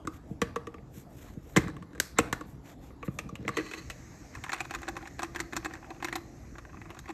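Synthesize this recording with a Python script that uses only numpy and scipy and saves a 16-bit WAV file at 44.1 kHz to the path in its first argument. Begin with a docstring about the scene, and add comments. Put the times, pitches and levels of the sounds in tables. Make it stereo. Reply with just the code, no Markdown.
"""An electric lunch box is opened on a wooden desk in a small room, close to the microphone.
Handle, latches, cover and pot are struck or rubbed resonances; latches snap, the cover scrapes up off the pot.
Condensed water spatters beside it: each drop strikes modes, rings bubbles and makes a hollow hum.
Shaped noise gives the pot's steam, the brushing sleeve, the low rumble and the room air."""
import sys
import numpy as np
from scipy import signal
from scipy.fft import rfft, irfft
from scipy.io import wavfile
from scipy.ndimage import uniform_filter1d

SR = 44100
rng = np.random.default_rng(int(sys.argv[2]) if len(sys.argv) > 2 else 0)


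def store_wav(level_fs):
    """Save 16-bit WAV to argv[1]."""
    pcm = np.round(np.clip(np.atleast_2d(level_fs), -1, 1) * 32767)
    wavfile.write(sys.argv[1], SR, pcm.T.astype(np.int16))


N = 314433


def amp(db):
    """Decibels to gain."""
    return 10 ** (np.asarray(db) / 20)


def evened(x):
    """Scales to rms 1."""
    return x / np.sqrt(np.mean(x ** 2) + 1e-20)


def read(points, hz):
    """Interpolates a table along a log-frequency axis."""
    f, value = np.transpose(points)
    return np.interp(np.log(hz + 1), np.log(f + 1), value)


def add(mix, s, sound):
    """Mixes a sound in at time s."""
    part = mix[max(round(s * SR), 0):][:len(sound)]
    part += sound[:len(part)]


def body(modes, hz, loss):
    """Response of resonances of alternating sign; loss widens each in proportion to its pitch."""
    total = 0
    for k, (f, width_hz, db) in enumerate(modes):
        damping = 1j * hz * (width_hz + loss * f)
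        total = total + (-1) ** k * amp(db) * damping / (f * f - hz * hz + damping)
    return total


def bending(hz, lag_s):
    """Bending waves in a thin shell: treble arrives first, bass late (about lag_s at 1 kHz)."""
    delay_s = lag_s * (1000 / (hz + 60)) ** 0.774
    return np.exp(-2j * np.pi * np.cumsum(delay_s) * hz[1])


def swells(rows, swell_db=20):
    """Gain of efforts that build by swell_db in rise_s and lose it again in fall_s."""
    t = np.arange(N) / SR
    gain = np.zeros(N)
    for peak_s, db, rise_s, fall_s in rows:
        distance = np.maximum((peak_s - t) / rise_s, (t - peak_s) / fall_s)
        gain += amp(db - swell_db * distance)
    return gain


def scattered(spells, count, spread_db):
    """Small events strewn unevenly through each spell, count to a spell: start_s, level_db."""
    events = []
    for start_s, end_s, db in spells:
        for k, (late, size) in enumerate(rng.random((count, 2))):
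            s = start_s + (end_s - start_s) * (k + late) / count
            events.append((s, db + spread_db * (size - .5)))
    return events


# diffuse sound at the two ports: hz, likeness (-1 to 1)
LIKENESS = [(60, 0.96), (130, 0.93), (290, 0.86), (640, 0.21), (1410, 0.71), (3100, -0.54), (6820, 0.68),
            (15000, -0.42)]
# close sound, right port behind left: hz, lag_rad
PORT_PHASE = [(0, -0.5), (1100, 0.6), (2000, 1.13), (3500, 1.63), (5000, 3.5), (6500, 5), (8000, 7.5),
              (9800, 9), (11800, 14), (16000, 12.5)]


def noise(colour, patchy_db, direct=0):
    """Two-channel coloured noise with drifting patches; share direct comes from close by, the rest is diffuse."""
    hz = np.fft.rfftfreq(2048, 1 / SR)
    a, b, c, d, patches = rng.standard_normal((5, N // 512 + 5, len(hz))).transpose(0, 2, 1)
    patches = uniform_filter1d(patches, size=20, axis=0)
    patches = evened(uniform_filter1d(patches, size=6, axis=1))
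    direct = np.clip(direct, 0, 1)
    diffuse_same = np.clip(read(LIKENESS, hz), -1, 1)
    direct_same = np.exp(-1j * read(PORT_PHASE, hz))
    same = ((1 - direct) * diffuse_same + direct * direct_same)[:, None]
    left = a + 1j * b
    right = same * left + np.sqrt(abs(1 - abs(same) ** 2)) * (c + 1j * d)
    z = np.array([left, right]) * amp(read(colour, hz)[:, None] + patchy_db * patches)
    return evened(signal.istft(z, nperseg=2048, noverlap=1536)[1][:, :N])


# spectrum shape: hz, relative_db_per_hz
ROOM_AIR = [(150, -52), (250, -12), (698, -7), (1580, -23), (2620, -26.5), (8260, -36), (9830, -76),
            (10700, -33), (12100, -38), (16000, -57)]


def room_air():
    """Steady diffuse noise of the room."""
    return amp(-58.0) * noise(ROOM_AIR, patchy_db=3.5)


# spectrum shape: hz, relative_db_per_hz
RUMBLE_COLOUR = [(15, -38), (25, -16.5), (65, 1), (97, -13.5), (123, 3), (152, -12.5), (179, -5),
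                 (224, -13), (248, -6), (335, -9), (370, -18), (394, -17), (500, -20.5), (650, -49),
                 (1100, -120)]


def low_rumble():
    """Low diffuse noise of handling and of the room."""
    return amp(-49) * noise(RUMBLE_COLOUR, patchy_db=2.5)


# close sound into the microphone: hz, level_db
MIC = [(100, 2.5), (1000, -2.5), (3000, -2.5), (5000, 9), (7500, 0.5), (8700, 0), (9900, -10.5),
       (11500, -6.5), (13300, -9.5), (15500, -37)]


def microphone_spectrum(x):
    """Spectrum of x with the microphone's colour."""
    return rfft(x) * amp(read(MIC, np.fft.rfftfreq(N, 1 / SR)))


def ports(x, balance):
    """A close source reaches the two microphone ports with different delay and level."""
    hz = np.fft.rfftfreq(N, 1 / SR)
    z = microphone_spectrum(x)
    side = amp(read(balance, hz) / 2)
    return irfft(np.array([z * side, z / side * np.exp(-1j * read(PORT_PHASE, hz))]), N)


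def all_around(x, evening):
    """A shell beams each mode its own way, so its total radiation has a smoother spectrum (evening 0-1)."""
    z = rfft(x)
    fine_db = 10 * np.log10(abs(uniform_filter1d(abs(z) ** 2, size=250)) + 1e-12)
    peaks_db = fine_db - uniform_filter1d(fine_db, size=9000)
    return irfft(z * amp(-np.clip(evening, 0, 1) * peaks_db), N)


# decay per band: hz, t60_s
ROOM_T60 = [(120, 1.5), (400, 0.5), (1500, 0.36), (4000, 0.53), (8000, 0.37), (14000, 0.36)]
# echo spectrum shape: hz, relative_db
ROOM_COLOUR = [(100, 7), (300, 7.5), (1000, 10.5), (3000, 5), (7000, -4.5), (13000, 10.5)]


def room(x, gap_s):
    """Dense reflections from desk and walls; each band dies at its own speed, the bass nearly alike on both sides."""
    taps = rng.standard_normal((2, SR // 2)) * (rng.random((2, SR // 2)) < .1)
    hz, t, z = signal.stft(taps, SR, nperseg=256)
    same = np.clip(read(LIKENESS, hz), -1, 1)[:, None]
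    z = np.array([z[0], same * z[0] + np.sqrt(1 - same ** 2) * z[1]])
    z = z * amp(-60 * t / read(ROOM_T60, hz)[:, None])
    tail = signal.istft(z * amp(read(ROOM_COLOUR, hz))[:, None], SR, nperseg=256)[1]
    # silent for gap_s, then faded in over gap_s
    tail = tail * np.clip(np.arange(tail.shape[1]) / SR / gap_s - 1, 0, 1)
    heard = irfft(microphone_spectrum(x), N)
    return signal.fftconvolve(heard[None], tail / np.linalg.norm(tail[0]), axes=1)[:, :N]


# spectrum shape: hz, relative_db_per_hz
STEAM_COLOUR = [(290, -40), (500, -4), (1020, -21), (1190, -1), (1300, -8.5), (1870, 1.5), (2570, -6.5),
                (3250, -20), (4090, -5.5), (6510, -3.5), (8830, -19.5), (9360, -65), (10800, -20),
                (13300, -19.5), (16000, -68)]
STEAM_START_S, STEAM_RISE_S, STEAM_DB, STEAM_FADE_DB_PER_S = 3.55, 0.016, -54.5, 2.5


def steam_hiss():
    """Steam freed as the cover lifts: noise with a quick rise, then a steady fade."""
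    age_s = np.maximum(np.arange(N) / SR - STEAM_START_S, 0)
    gain = np.minimum(age_s / STEAM_RISE_S, 1) * amp(STEAM_DB - STEAM_FADE_DB_PER_S * age_s)
    return gain * noise(STEAM_COLOUR, patchy_db=2.0, direct=0.81)


def strokes(rows, edge_db=16.5):
    """Gain of smooth strokes, loudest in the middle and edge_db softer at the ends."""
    t = np.arange(N) / SR
    return sum(amp(db - edge_db * (2 * (t - s) / length_s) ** 2) for s, length_s, db in rows)


# sleeve and hand strokes: middle_s, length_s, level_db, fizz_db (re level)
BRUSH = [(0.148, 0.081, -59.5, -4), (0.3, 0.1, -68.5, -2), (0.983, .13, -60.5, 5), (1.178, 0.21, -65.5, 2),
         (1.273, 0.24, -61.5, -4.5), (1.508, 0.18, -62.5, -1), (2.502, 0.12, -73, 8),
         (2.695, 0.12, -53, -8.5), (2.86, 0.15, -62, -4), (3.06, 0.038, -63.5, 9), (3.16, 0.23, -83, 16)]
# soft part, spectrum shape: hz, relative_db_per_hz
BRUSH_COLOUR = [(600, 1), (1800, 3.5), (3800, -0.5), (5000, -3.5), (7300, -3), (9300, -33), (15500, -43.5)]
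# bright part, spectrum shape: hz, relative_db_per_hz
BRUSH_FIZZ = [(2500, -7), (5000, 0.5), (7200, -2), (8700, -0.5), (9800, -26), (11000, -2), (12200, 1),
              (13500, -2), (14800, -34)]


def brushing(flutter_db):
    """Cloth and skin swish past: soft body and bright fizz flutter together as the weave catches."""
    soft_gain = strokes([row[:3] for row in BRUSH])
    fizz_gain = strokes([(s, length_s, db + fizz_db) for s, length_s, db, fizz_db in BRUSH])
    soft = soft_gain * noise(BRUSH_COLOUR, patchy_db=1.5, direct=0.73)
    fizz = fizz_gain * noise(BRUSH_FIZZ, patchy_db=0.5, direct=1.0)
    flutter = evened(uniform_filter1d(rng.standard_normal(N), size=400))
    return (soft + fizz) * amp(flutter_db * flutter)


# the crack changes by CRACK_PER_DB for each dB above HEAVY_DB and trails off in a buzz
HEAVY_DB, CRACK_PER_DB, BUZZ_DB, BUZZ_S = -19, -0.4, -26.5, 0.043


def blows(rows, modes, gain_db, loss, focus_db, crack_db, crack_s, chatter, chatter_s, lag_s,
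          focus_width=0.13):
    """A push plus brief contact chatter rings the modes and a crack of dense, fast-dying ones."""
    t = np.arange(8192) / SR
    hz, out = np.fft.rfftfreq(len(t), 1 / SR), np.zeros(N)
    bands = [(hz > lo) & (hz < hi) for lo, hi in [(80, 600), (600, 3500), (3500, 15000)]]
    lead_s = .002
    ring = body(modes, hz, loss)
    spread = bending(hz, lag_s) * np.exp(-2j * np.pi * hz * lead_s)
    chatter_decay = np.exp(-t / chatter_s)
    crack_decay = np.exp(-t / crack_s) + amp(BUZZ_DB) * np.exp(-t / BUZZ_S)
    for s, db, bass_db, treble_db, ring_hz in rows:
        grit, dense = rng.standard_normal((2, len(t))) * [chatter_decay, crack_decay]
        push = 1 + chatter * evened(rfft(grit)) * hz / (hz + 900)
        crack_gain = amp(crack_db + CRACK_PER_DB * max(db - HEAVY_DB, 0))
        crack = crack_gain * evened(rfft(dense)) * hz / (hz + 700)
        z = (push * ring + crack) * spread
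        # contact place weights one range of modes
        z = z * (0.5 + body([(ring_hz, 0, focus_db)], hz, loss=focus_width))
        # contact hardness sets the shares of bass, middle and treble
        band_db = 20 * np.log10([np.linalg.norm(z[band]) / len(t) for band in bands])
        low, mid, high = np.array([db + bass_db, db, db + treble_db]) - band_db
        tone_db = read([(450, low), (800, mid), (2600, mid), (4800, high)], hz)
        add(out, s - lead_s, irfft(z * amp(tone_db)))
    return amp(gain_db) * out


# drops beside the pot: start_s, level_db (before gain), treble_db (re level), ring_hz
DROPS = [(4.35, -31.5, -13.5, 1690), (4.371, -38, -23, 1120), (4.438, -25, -13.5, 1820),
         (4.463, -32.5, -22, 860), (4.493, -22.5, -21, 1780), (4.53, -18, -12.5, 2050),
         (4.543, -26.5, -18, 2650), (4.562, -32, -19, 1500), (4.584, -36, -14, 1840),
         (4.604, -20, -14.5, 2480), (4.65, -33.5, -13, 1410), (4.708, -25, -15, 2560),
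         (4.738, -25.5, -16, 1590), (4.748, -23, -13, 1170), (4.757, -34, -14, 1890),
         (4.817, -38.5, -8, 800), (4.83, -29.5, -19, 1630), (4.879, -26, -21, 1580),
         (4.885, -24, -11, 1630), (4.966, -26.5, -15.5, 1035), (5.025, -32, -24, 794),
         (5.055, -33, -27, 770), (5.073, -33.5, -12, 1650), (5.192, -23, -16, 1570),
         (5.221, -31, -15, 1510), (5.23, -20.5, -13, 1160), (5.359, -23, -14, 1670),
         (5.392, -32, -12, 1600), (5.401, -20.5, -9, 2060), (5.532, -25, -16, 1630),
         (5.555, -36, -20, 1310), (5.565, -20, -6.5, 1490), (5.647, -26, -10.5, 1670),
         (5.657, -22.5, -19, 1600), (5.709, -33.5, -29, 770), (5.736, -31.5, -12.5, 1780),
         (5.752, -36.5, -16, 1540), (5.827, -38, -34, 795), (5.904, -29.5, -21, 790),
         (5.963, -44.5, -25, 777), (6.001, -39, -26, 810), (6.025, -24, -18.5, 825),
         (6.045, -21, -9.5, 2020), (6.084, -26, -16.5, 1630), (6.126, -22.5, -16, 1950),
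         (6.155, -20.5, -9, 843), (6.582, -33.5, -16.5, 1100), (6.728, -44, -36, 1160),
         (6.742, -39.5, -28, 1150), (6.814, -36.5, -22.5, 1940), (6.903, -33, -17, 1190),
         (6.946, -40.5, -15, 1140), (6.968, -39, -23, 1100), (6.99, -37, -4, 1180),
         (7.056, -38.5, -20, 1960), (7.09, -29, -20, 830), (7.101, -31.5, -17, 1130)]
# spells of small drips: start_s, end_s, level_db (before gain)
DRIPPING = [(4.42, 5.08, -38.5), (5.15, 6.15, -41), (6.55, 7.12, -41.5)]
# landing gains body as the cover tilts: time_s, bass_db (re level)
SPLASH_BASS = [(4.45, -29), (4.9, -12.5), (5.35, -13.5), (5.6, -9), (6.15, -11.5), (6.6, -10)]
# leaders run LEADER_S/2 to LEADER_S ahead of a big drop
LEADER_S, LEADER_DB, LEADER_SPREAD_DB = 0.012, -6, 22


def landings(drip_treble_db, drip_hz, vary_db, vary_octaves):
    """Rows for blows(): big drops, lighter leaders and random drips; the bass follows the tilt."""
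    leaders = []
    for (s, db, treble_db, hz), (early, light) in zip(DROPS, rng.random((len(DROPS), 2))):
        leader_s = s - LEADER_S * (1 + early) / 2
        leaders.append((leader_s, db + LEADER_DB - LEADER_SPREAD_DB * light, treble_db, hz))
    drips = [(s, db, drip_treble_db, drip_hz * 2 ** (vary_octaves * rng.uniform(-0.66, 1)))
             for s, db in scattered(DRIPPING, count=8, spread_db=10)]
    s, db, treble_db, ring_hz = np.transpose(DROPS + leaders + drips)
    bass_db = np.interp(s, *np.transpose(SPLASH_BASS)) + vary_db * rng.standard_normal(len(s))
    return list(zip(s, db, bass_db, treble_db, ring_hz))


def spray(falls, count, delay_s, quieter_db, spread_db, treble_db):
    """Rows for blows(): each drop throws fine, bright droplets that land a moment later."""
    s, db = np.repeat(falls, count, axis=0).T[:2]
    flight, size, place = rng.random((len(s), 3)).T
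    land_s = s + 0.0061 + delay_s * flight ** 2
    level_db = db - quieter_db - spread_db * size
    ring_hz = 1100 + 1800 * place
    return [(when, loud, -20, treble_db, hz) for when, loud, hz in zip(land_s, level_db, ring_hz)]


def hollow(falls, hum_hz, t60_s, gain_db, follow):
    """Air in the hollow under the water hums after each drop, louder after a big, full one."""
    t, out = np.arange(SR // 4) / SR, np.zeros(N)
    decay = np.exp(-np.log(1000) * t / t60_s)
    hum = np.sin(2 * np.pi * hum_hz * t) * decay * (1 - np.exp(-t / 0.00052))
    for s, db, bass_db, *_ in falls:
        add(out, s, amp(gain_db + db + follow * bass_db) * hum)
    return out


def bubble(hz, cycles, glide=0.0257):
    """A trapped bubble: a decaying sine that rises slightly in pitch."""
    turns = np.arange(0, 6 * cycles, hz / SR)
    age = turns / cycles
    return np.sin(2 * np.pi * turns * (1 + glide * age)) * np.exp(-age) * (1 - np.exp(-turns))


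def plops(gain_db, second_db, second_hz, tiny_db, tiny_hz, late_s):
    """Each drop traps a bubble at its own pitch, a second of chance size and three tiny pinging ones."""
    out = np.zeros(N)
    for (s, db, treble_db, hz), (late, size, *tiny) in zip(DROPS, rng.random((len(DROPS), 8))):
        add(out, s + 0.00192, amp(db + gain_db) * bubble(hz, cycles=5.7))
        second = bubble(second_hz * 3.0 ** (size ** 2), cycles=4.4)
        add(out, s + late_s * late, amp(db + second_db) * second)
        for delay, bulk in zip(tiny[::2], tiny[1::2]):
            ping = bubble(tiny_hz / 2 ** (bulk ** 2), cycles=17.4)
            add(out, s + late_s * delay ** 2, amp(db + treble_db + tiny_db) * ping)
    return out


# resonances where the water lands: mode_hz, width_hz (before loss), level_db
SPLASH_PAN = [(317.6, 12.2, 25), (803, 90, -3), (1000, 86, -3), (1906, 420, -9.5), (2586, 49, -9),
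              (3350, 57, -22), (4240, 750, -6), (5720, 88, -3), (6600, 1900, -11), (8200, 59, -41)]


def falling_water():
    """Drops and spray strike the landing's modes; hollow air and bubbles ring with the drops."""
    falls = landings(drip_treble_db=-30, drip_hz=1310, vary_db=-1.0, vary_octaves=0.37)
    drops = blows(falls, SPLASH_PAN, gain_db=-23.5, loss=0.015, focus_db=-1, crack_db=-21, crack_s=0.0058,
                  chatter=0.78, chatter_s=0.0052, lag_s=0.001232, focus_width=0.095)
    fine = spray(DROPS, count=4, delay_s=0.049, quieter_db=16, spread_db=25, treble_db=-11.0)
    droplets = blows(fine, SPLASH_PAN, gain_db=-21, loss=0.09, focus_db=1, crack_db=-18, crack_s=0.0043,
                     chatter=0.15, chatter_s=0.0011, lag_s=0.00057)
    hum = hollow(falls, hum_hz=342.0, t60_s=0.13, gain_db=-4.0, follow=0.67)
    bubbles = plops(gain_db=-8.5, second_db=-12.5, second_hz=757, tiny_db=0.0, tiny_hz=13060, late_s=0.011)
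    return drops + droplets + hum + bubbles


# resonances: mode_hz, width_hz (before loss), level_db
BOX_ON_DESK = [(70, 30, -6), (124, 40, 6), (191.6, 52, 7), (314, 32, 2), (459, 19, -1)]
# fingers bump the box and it rocks: start_s, level_db (before gain)
BUMPS = [(0.306, -27), (0.419, -26), (0.968, -36.5), (1.367, -31.5), (1.568, -13.5), (1.657, -27),
         (2.194, -22.5), (3.078, -24), (3.253, -34), (3.321, -31.5), (3.389, -34.5), (3.445, -39)]


def bumps(gain_db, soft_hz, lag_s):
    """Soft pushes that wake only the lowest modes of the box on the desk."""
    hz, out = np.fft.rfftfreq(8192, 1 / SR), np.zeros(N)
    push = 1 / (1 + 1j * hz / soft_hz) ** 2
    thud = irfft(body(BOX_ON_DESK, hz, loss=0.01) * bending(hz, lag_s) * push)
    for s, db in BUMPS:
        add(out, s, amp(db + gain_db) * thud / abs(thud).max())
    return out


# box dragged along the desk: peak_s, level_db, rise_s, fall_s
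DRAG = [(2.22, -49, 0.018, 0.55), (3.46, -39, 0.12, 0.096), (3.585, -55, 0.032, 0.086)]


def judder(slips_per_s, spread_db, loss):
    """The foot sticks and slips on the desk; each slip softly pushes the box's lowest modes."""
    size = amp(spread_db * rng.random(N))
    slips = (rng.random(N) < slips_per_s / SR) * size * rng.choice([-1, 1], N)
    hz = np.fft.rfftfreq(N, 1 / SR)
    colour = body(BOX_ON_DESK, hz, loss) * hz / (hz + 200)
    return swells(DRAG) * evened(irfft(rfft(slips) * colour, N))


def rub(strength, modes, gain_db, loss, spread_db, hiss_db, low_hz, slips_per_s=1400):
    """Friction: tiny slips of uneven size, dense enough to merge into one rough sound, ring the modes."""
    size = amp(spread_db * np.minimum(rng.exponential(1, N), 4))
    slips = (rng.random(N) < slips_per_s / SR) * rng.choice([-1, 1], N) * size
    hz = np.fft.rfftfreq(N, 1 / SR)
    colour = (body(modes, hz, loss) + amp(hiss_db)) * hz ** 2 / (hz ** 2 + low_hz ** 2)
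    return amp(gain_db) * strength * evened(irfft(rfft(slips) * colour, N))


# steel pot resonances: mode_hz, width_hz (before loss), level_db
POT = [(317, 17, 12), (443, 55, 6.5), (1116, 64, 4), (1600, 190, -3), (1980, 86, 4), (2570, 48, 3.5),
       (3000, 120, -4.5), (4090, 54, 2.5), (4470, 50, -1), (5840, 72, -23), (6380, 34, -9), (8150, 91, -14)]
# cover slides up the pot: peak_s, level_db (before gain), rise_s, fall_s
SLIDE = [(3.59, -48, 0.1, 0.049), (3.67, -51.5, 0.12, 0.18), (3.778, -47, 0.09, 0.067)]


def cover_scrape():
    """The cover's rim slides up the pot; friction rings the steel."""
    return rub(swells(SLIDE), POT, gain_db=5.0, loss=0.008, spread_db=3.0, hiss_db=-20, low_hz=176.6)


# cover's rim catches: start_s, level_db (before gain), bass_db, treble_db (re level), ring_hz
RIM_CATCHES = [(3.569, -22, -2.5, -12.5, 1070), (3.582, -27, 2, -38, 1970), (3.595, -34, 3.5, -23, 1203),
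               (3.607, -36, -4, -19, 1650), (3.662, -39.5, -18, -13, 2620), (3.712, -34, -7.5, -12, 1400),
               (3.735, -29, -14.5, -15, 2300), (3.899, -31, -20, -7, 2620)]


def rim_catches():
    """The cover's rim catches on the steel pot; each catch strikes the pot's modes."""
    return blows(RIM_CATCHES, POT, gain_db=-19, loss=0.012, focus_db=-5.0, crack_db=-11.5, crack_s=0.0075,
                 chatter=0.66, chatter_s=0.0056, lag_s=0.001133)


# plastic cover resonances: mode_hz, width_hz (before loss), level_db
COVER = [(166, 150, -11.5), (316.6, 24, 0.5), (472, 34, -4.5), (676, 220, -10.5), (1103, 87, -0.5),
         (1410, 200, -6), (1755, 71, -2.5), (2070, 31, -5.5), (2490, 50, -15.5), (3070, 300, -24.5),
         (3970, 140, -15.5), (5970, 62, -34), (7700, 300, -8.5), (12100, 600, -33)]
# fingers strain until the plastic gives: peak_s, level_db (before gain), rise_s, fall_s
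GRIP = [(1.29, -48, 0.042, .04), (1.566, -37.5, 0.024, 0.18), (1.98, -55, 0.14, 0.024),
        (2.184, -28.5, 0.019, 0.0092), (3.07, -48, 0.091, 0.038), (3.55, -46.5, 0.24, 0.016)]


def finger_grip():
    """Fingers rub on the plastic; friction rings the cover's modes below 5 kHz."""
    low_modes = [mode for mode in COVER if mode[0] < 5000]
    return rub(swells(GRIP), low_modes, gain_db=-5.0, loss=0.035, spread_db=-3.0, hiss_db=-53, low_hz=1100)


# latches on the cover: start_s, level_db (before gain), bass_db, treble_db (re level), ring_hz
COVER_KNOCKS = [(0.05, -46.5, 13, -13, 1500), (0.072, -25, -2, -13.5, 1230), (1.5625, -14, 0.5, -14.5, 920),
                (1.5664, -22.5, -9, -5, 800), (1.57, -13, -11.5, -10, 2000), (1.672, -36, -10, -23, 2000),
                (1.68, -34, 2.5, -14.5, 1190), (1.766, -39, -4, -17, 1110), (1.824, -40.5, -4.5, -17, 1140),
                (2.1856, -11.5, -2, -7.5, 2670), (2.327, -19, -9, -9, 1450), (2.409, -32, -1, -17, 1120),
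                (2.904, -49.5, 8.5, -25, 1185), (3.079, -36.5, 9, -38, 1170),
                (3.354, -34, -36, -11.5, 2800), (3.45, -41.5, 10, -25.5, 1900),
                (3.479, -20.5, -11, -18, 1920), (3.489, -24, -6.5, -15, 1150)]
# loose cover chatters faintly: start_s, end_s, level_db (before gain)
RATTLES = [(1.6, 1.72, -41), (1.92, 1.98, -46.5), (2.21, 2.3, -47.5), (3.58, 3.68, -51)]
# a knock louder than HEAVY_DB rebounds once
REBOUND_S, REBOUND_DB, REBOUND_TREBLE_DB = 0.013, -14, -12


def cover_contacts(bass_db, treble_db, ring_hz):
    """Rows for blows(): knocks on the cover, softer rebounds of the heavy ones, faint rattling."""
    rebounds = [(s + REBOUND_S, db + REBOUND_DB, bass_db, REBOUND_TREBLE_DB, hz)
                for s, db, _, _, hz in COVER_KNOCKS if db > HEAVY_DB]
    rattles = [(s, db, bass_db, treble_db, ring_hz)
               for s, db in scattered(RATTLES, count=4, spread_db=-12.0)]
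    return COVER_KNOCKS + rebounds + rattles


def cover_knocks():
    """Latches and loose contacts strike the plastic cover's modes."""
    contacts = cover_contacts(bass_db=5.5, treble_db=-13.5, ring_hz=1590)
    return blows(contacts, COVER, gain_db=-20.5, loss=0.023, focus_db=4.5, crack_db=-19, crack_s=0.0039,
                 chatter=0.43, chatter_s=0.0034, lag_s=0.001043)


# handle resonances: mode_hz, width_hz (before loss), level_db
HANDLE = [(182, 19, 1.5), (313.6, 22, 2.5), (468, 26, 7), (1162, 47, 6.5), (1386, 170, -19),
          (1720, 30, -27), (2480, 53, -22), (3500, 120, -31), (5730, 32, -16), (6440, 90, -8)]
# handle in its pivots: start_s, level_db (before gain), bass_db, treble_db (re level)
HANDLE_KNOCKS = [(0.416, -16, -0.5, -11.5), (0.559, -21, -1.5, -17.5), (0.669, -31, 2, -17),
                 (0.741, -36.5, -0.5, -20), (0.781, -46.5, 4, -31), (3.027, -29, -6, -25.5),
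                 (3.187, -23, -12, -9), (3.29, -34, -6, -15.5)]


def handle_rattle():
    """The loose handle knocks in its pivots; the favoured overtone climbs as the contact moves."""
    ring_hz = np.linspace(1650, 2650, len(HANDLE_KNOCKS))
    swings = [(*knock, hz) for knock, hz in zip(HANDLE_KNOCKS, ring_hz)]
    return blows(swings, HANDLE, gain_db=-22.5, loss=0.0093, focus_db=-1.5, crack_db=-17.0, crack_s=0.0049,
                 chatter=1.0, chatter_s=0.0034, lag_s=0.002156)


# latch resonances: mode_hz, width_hz (before loss), level_db
LATCH = [(234, 34, 5), (1700, 62, 9.5), (3940, 32, 12), (5600, 170, -12), (7250, 48, -1),
         (11600, 500, 18.5)]
# latch off its catch: start_s, level_db (before gain), bass_db, treble_db (re level), ring_hz
LATCH_SNAPS = [(2.0, -18, -11.5, 1.5, 1530)]


def latch_snap():
    """A latch springs off its catch and rings its own modes."""
    return blows(LATCH_SNAPS, LATCH, gain_db=-20.0, loss=0.043, focus_db=9.5, crack_db=-10.5, crack_s=0.0027,
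                 chatter=0.3, chatter_s=0.0028, lag_s=0.001)


# box at the two ports: hz, left_minus_right_db
BOX_BALANCE = [(60, -4), (110, 0.5), (200, -3.5), (380, 0), (700, -2.5), (1290, -3.5), (2380, -2.5),
               (4400, -5.5), (8120, 2.5), (15000, -2.5)]
# water at the two ports: hz, left_minus_right_db
DROP_BALANCE = [(60, -14), (110, -7), (200, -10), (380, 1.5), (700, -5.5), (1290, -5), (2380, -5.5),
                (4400, 5.5), (8120, -1), (15000, 1)]


def scene():
    """The box and the falling water, their echo, and the soft noises around them."""
    water = falling_water()
    latch = latch_snap()
    box = handle_rattle() + cover_knocks() + rim_catches() + cover_scrape() + finger_grip()
    box = box + bumps(gain_db=-1.0, soft_hz=590, lag_s=0.00144)
    box = box + judder(slips_per_s=140, spread_db=8, loss=0.033)
    close = ports(box + latch, BOX_BALANCE) + ports(water, DROP_BALANCE)
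    thrown = amp(-14.0) * all_around(box, evening=0.71) + amp(-13.0) * all_around(latch, evening=0.99)
    echo = room(thrown + amp(-15.5) * water, gap_s=0.002)
    noises = steam_hiss() + brushing(flutter_db=2.0) + low_rumble() + room_air()
    left_right_db = [[-.6], [.6]]
    return close + echo + noises * amp(left_right_db)


def record(dry):
    """The recorder cuts the deepest bass and limits the band."""
    highpass = signal.butter(8, 31, "highpass", fs=SR, output="sos")
    dry = signal.sosfilt(highpass, dry)
    lowpass = signal.firwin(511, 16300, window=("kaiser", 9), fs=SR)
    return signal.oaconvolve(dry, lowpass[None], "same")


dry = scene()
out = record(dry)
store_wav(out)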